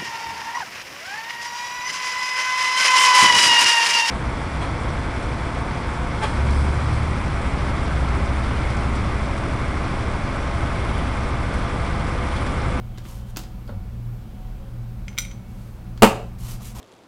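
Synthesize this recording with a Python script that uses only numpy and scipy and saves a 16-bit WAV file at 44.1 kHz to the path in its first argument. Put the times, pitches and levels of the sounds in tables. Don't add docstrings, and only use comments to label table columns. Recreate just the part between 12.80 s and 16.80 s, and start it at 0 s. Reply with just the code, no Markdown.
import sys
import numpy as np
from scipy import signal
from scipy.fft import rfft, irfft, next_fast_len
from scipy.io import wavfile
from scipy.ndimage import map_coordinates

SR = 44100
rng = np.random.default_rng(int(sys.argv[2]) if len(sys.argv) > 2 else 0)


def pcm_store(signal):
    levels = np.round(np.clip(np.atleast_2d(signal), -1, 1) * 32767)
    wavfile.write(sys.argv[1], SR, levels.astype(np.int16).T)


N = 176400

# t/s, level/dB, low-pass f/Hz
TOOL_LANDING = [(3.2218, -1.5, 13700), (3.2308, -1.5, 10600), (3.2397, -10.5, 4030)]
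# f/Hz, level/dB, t60/s
TABLE_MODES = [(212.5, -5.5, 0.12), (230.3, -7.5, 0.13), (304, -6, 0.088), (437, 1.5, 0.086),
               (546, -4, 0.13), (662, -5.5, 0.094), (703, -2.5, .13), (757, -9.5, 0.15), (858, -10, 0.16),
               (896.5, -6.5, .13), (920, -9, 0.1), (1020, -9, 0.11), (1154, -9, .13), (1350, -16, 0.17),
               (2620, -17.5, 0.12), (2770, -20, .2)]
# t/s, level/dB, low-pass f/Hz
TOOL_ROCKS = [(3.3555, -22, 1400), (3.3665, -32, 900), (3.396, -25, 1200), (3.429, -27, 1500),
              (3.449, -41, 900)]
# f/Hz, level/dB, t60/s
TOOL_MODES = [(450, -5, .045), (570, 0, .035), (720, -2, .025)]
# f/Hz, level/dB
KNOCK_EQ = [(150, -7), (300, -4), (550, -0.5), (1100, -1), (1750, -9.5), (2300, -9), (2750, -7.5),
            (3300, -14), (5800, -21.5), (7500, -18), (10000, -22.5), (16000, -19)]

def tool():
    landing = strikes(TOOL_LANDING, TABLE_MODES, KNOCK_EQ, blur=0.0013, ring_db=-2.5, attack_s=0.00065,
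                      crack_db=0.5, crack_t60=0.014, rustle_db=-8.5, rustle_t60=0.17, wet_db=-14)
    rocking = strikes(TOOL_ROCKS, TOOL_MODES, KNOCK_EQ, blur=0.03, ring_db=0, attack_s=0.001,
                      crack_db=-6, crack_t60=0.02, rustle_db=-20, rustle_t60=0.05, wet_db=-14)
    return landing + rocking


# t/s, level/dB, low-pass f/Hz
CAP_LIFT = [(.8754, -46, 12000), (.891, -37, 2200), (.899, -43.5, 1500), (.922, -41, 1400)]
# f/Hz, level/dB, t60/s
MAT_MODES = [(224, 4, 0.056), (570, 4.5, 0.057), (893, -7.5, 0.066), (1503, -3.5, 0.054)]
# f/Hz, level/dB
MAT_EQ = [(200, -2), (700, 0), (1500, -3), (2200, -14), (4300, -5.5), (7000, -18), (16000, -16)]
# t/s, level/dB, low-pass f/Hz
CAP_CLICKS = [(2.2812, -30, 4800), (2.3291, -43, 3000), (2.370, -39, 2500), (2.378, -23, 5500),
              (2.3847, -15.5, 15000), (2.4502, -37, 11000), (2.509, -43, 4000), (2.5132, -38, 5500)]
# f/Hz, level/dB, t60/s
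CAP_MODES = [(1440, -5, 0.03), (2215, 4.5, .02), (2320, -1.5, 0.027), (3140, 4, 0.016), (3750, -2.5, 0.021),
             (5450, -15, .06), (6040, -4, 0.12), (7330, -12, 0.1), (8900, -17.5, 0.21), (13750, -11, .06)]
# f/Hz, level/dB
CAP_EQ = [(300, -29), (1000, -18), (2300, 4.5), (4500, 1), (6200, 3), (10000, -4.5), (16000, -2)]

def cap():
    lift = strikes(CAP_LIFT, MAT_MODES, MAT_EQ, blur=0.067, ring_db=0.5, attack_s=0.0012,
                   crack_db=-1.5, crack_t60=0.027, rustle_db=-5, rustle_t60=0.13, wet_db=-10)
    snap = strikes(CAP_CLICKS, CAP_MODES, CAP_EQ, blur=0.025, ring_db=-4, attack_s=0.00037,
                   crack_db=3, crack_t60=0.011, rustle_db=-20, rustle_t60=0.19, wet_db=-15)
    return lift + snap


# t/s, level/dB, low-pass f/Hz
CARD_FLICKS = [(.1755, -40, 5900), (.182, -37, 9000), (.2523, -35.5, 3000), (.261, -39, 3020),
               (.5618, -31, 7000), (.5698, -22, 13500), (.592, -34.5, 12000), (.6355, -39, 9000),
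               (3.1757, -38, 6500)]
# f/Hz, level/dB, t60/s
CARD_MODES = [(324, 0, 0.076), (1044, -15, 0.1), (3110, -2, 0.01)]
# f/Hz, level/dB
CARD_EQ = [(200, 1), (1200, 2.5), (2000, -1), (4500, 1), (7000, -2), (10000, -7), (16000, 1.5)]

def card():
    return strikes(CARD_FLICKS, CARD_MODES, CARD_EQ, blur=0.057, ring_db=-6, attack_s=0.00045,
                   crack_db=5, crack_t60=0.014, rustle_db=-11.5, rustle_t60=0.17, wet_db=-12.5)


# start/s, peak/s, end/s, hiss level/dB, edges below peak/dB, drag level/dB
SLIDE_STROKES = [(0.236, 0.292, 0.41, -51, 9.5, -49), (0.462, 0.507, 0.51, -55, 10, -67),
                 (2.676, 2.798, 2.97, -63, 5, -75), (3.583, 3.715, 3.765, -41.5, 12, -42),
                 (3.79, 3.809, 3.84, -54, 26, -42), (3.816, 3.862, 3.92, -44, 8, -51.5),
                 (3.947, 3.98, 4.16, -47.5, 3, -41)]
# f/Hz, level/dB
HISS_EQ = [(800, -23), (1800, -5), (2800, 0), (4300, -2.5), (6500, -0.5), (9500, -2.5), (13500, -2),
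           (16000, -13)]
# f/Hz, level/dB
DRAG_EQ = [(120, 13), (300, 5), (550, -5), (1050, 6.5), (1700, -11), (2900, -10.5), (6000, -10),
           (16000, -40)]

def slides(grain_db=1.5, grain_hz=350, onset_s=0.0031, release_s=0.006):
    t, hiss_env, drag_env = np.arange(N) / SR, np.zeros(N), np.zeros(N)
    for start, peak, end, hiss_db, edge_db, drag_db in SLIDE_STROKES:
        gate = np.clip((t - start) / onset_s, 0, 1) * np.exp(-np.maximum(t - end, 0) / release_s)
        stroke = gate * amp(np.interp(t, [start, peak, end], [-edge_db, 0, -edge_db]))
        hiss_env += amp(hiss_db) * stroke
        drag_env += amp(drag_db) * stroke
    grain = amp(grain_db * wobble(grain_hz))
    friction = hiss_env * noise(HISS_EQ, N) + drag_env * noise(DRAG_EQ, N)
    return room(grain * friction, wet_db=-10.5)


# peak t/s, level/dB, f/Hz, width/s
HAND_LEAN = (.965, -29, 96, .06)

def table_boom():
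    peak, db, hz, width = HAND_LEAN
    t = np.arange(N) / SR - peak
    return amp(db) * np.exp(-(t / width) ** 2) * np.sin(2 * np.pi * hz * t)


# start/s, peak/s, end/s, level/dB
FINGER_RUBS = [(0, 0.155, 0.83, -64), (1.384, 1.44, 1.73, -65.5), (1.74, 1.8, 1.9, -66)]
# f/Hz, level/dB
RUB_EQ = [(300, -54), (750, 2.5), (1200, -9), (2400, -21), (3100, 13.5), (3900, -4), (6000, -22),
          (16000, -27)]

def fingers(edge_db=7, uneven_db=1.5, uneven_hz=30):
    t, envelope = np.arange(N) / SR, np.zeros(N)
    for start, peak, end, db in FINGER_RUBS:
        swell_db = np.interp(t, [start, peak, end], [-edge_db, 0, -edge_db], left=-np.inf, right=-np.inf)
        envelope += amp(db + swell_db)
    return envelope * amp(uneven_db * wobble(uneven_hz)) * noise(RUB_EQ, N)


# f/Hz, level/dB
HUM_TONES = [(58.6, -43.5), (118, -37), (543.7, -65.5), (742.9, -64.5), (1486, -76.5), (2229, -75.5),
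             (13650, -74)]
# f/Hz, level/dB
RUMBLE_EQ = [(12, -30), (22, -1.5), (34, 3), (56, -4.5), (74, -8.5), (92, -9), (108, -8), (130, -15.5),
             (152, -16.5), (185, -7.5), (225, -13.5), (275, -27), (330, -21), (450, -52.5), (1000, -62.5)]
# f/Hz, level/dB
AIR_EQ = [(150, -16), (400, 4), (850, -0.5), (1400, -4), (1900, -10), (2600, -10), (3100, -14), (4200, -15),
          (7000, -20.5), (13500, -22.5), (16000, -23)]

def fan(rumble_db=-35, air_db=-52.5, waver_db=4.27, waver_hz=5.97, drift_rad=0.13, drift_hz=4.53):
    t, hum = np.arange(N) / SR, np.zeros(N)
    for hz, db in HUM_TONES:
        level = np.sqrt(2) * amp(db + waver_db * wobble(waver_hz))
        hum += level * np.sin(2 * np.pi * hz * t + drift_rad * wobble(drift_hz))
    return hum + amp(rumble_db) * noise(RUMBLE_EQ, N) + amp(air_db) * noise(AIR_EQ, N)


# f/Hz, t60/s
ROOM_DECAY = [(150, 0.37), (800, 0.37), (3000, 0.38), (8000, 0.36), (16000, 0.23)]
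# delay/s, level/dB
WALL_ECHOES = [(.0084, -11), (0.019, -15.5), (0.0262, -33.5)]

def room(x, wet_db, build_s=0.025):
    hz, t, bands = signal.stft(rng.standard_normal(SR // 2), SR, nperseg=256)
    decay = amp(-60 * t / along(ROOM_DECAY, hz)[:, None])
    tail = signal.istft(bands * decay, SR, nperseg=256)[1]
    tail *= np.clip(np.arange(len(tail)) / SR / build_s, 0, 1) ** 2
    out = x + amp(wet_db) * signal.fftconvolve(x, tail / np.linalg.norm(tail))[:len(x)]
    for delay, db in WALL_ECHOES:
        add(out, delay, amp(db) * x)
    return out


def strikes(hits, modes, eq, blur, ring_db, attack_s, crack_db, crack_t60, rustle_db, rustle_t60, wet_db):
    track, t = np.zeros(N), np.arange(SR // 2) / SR
    attack = 1 - np.exp(-t / attack_s)
    burst_env = amp(crack_db - 60 * t / crack_t60) + amp(rustle_db - 60 * t / rustle_t60)
    for start, db, cutoff_hz in hits:
        ring = sum(amp(mode_db + rng.normal(0, 1) - 60 * t / t60) * mode(hz, blur * hz, t)
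                   for hz, mode_db, t60 in modes)
        hit = (amp(ring_db) * ring + burst_env * noise(eq, len(t))) * attack
        lowpass = signal.butter(2, min(cutoff_hz, 0.45 * SR), fs=SR)
        add(track, start, amp(db) * room(signal.lfilter(*lowpass, hit), wet_db))
    return track


def mode(hz, width_hz, t):
    wander = np.interp(t * width_hz, np.arange(1024), rng.standard_normal(1024))
    return np.sin(2 * np.pi * np.cumsum(hz + width_hz * wander) / SR)


def noise(eq, size):
    m = next_fast_len(size + 8192)
    gain = amp(along(eq, np.fft.rfftfreq(m, 1 / SR)))
    x = irfft(rfft(rng.standard_normal(m)) * gain, m)[:size]
    return x / np.sqrt(np.mean(x ** 2) + 1e-20)


def wobble(rate_hz):
    return map_coordinates(rng.standard_normal(8192), [np.arange(N) * rate_hz / SR], mode="wrap")


def along(curve, hz):
    freqs, values = np.transpose(curve)
    return np.interp(np.log(hz + 1), np.log(freqs + 1), values)


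def amp(db):
    return 10 ** (np.asarray(db) / 20)


def add(track, start_s, sound):
    part = track[round(start_s * SR):][:len(sound)]
    part += sound[:len(part)]


def scene():
    return (fan() + tool() + cap() + card() + slides() + fingers() + table_boom())[None]


def record(dry, top_hz=16000):
    m = next_fast_len(N + 8192)
    clipped = np.clip(dry, -1, 1)
    passband = np.fft.rfftfreq(m, 1 / SR) < top_hz
    return irfft(rfft(clipped, m) * passband, m)[:, :N]


dry = scene()
out = record(dry)
pcm_store(out)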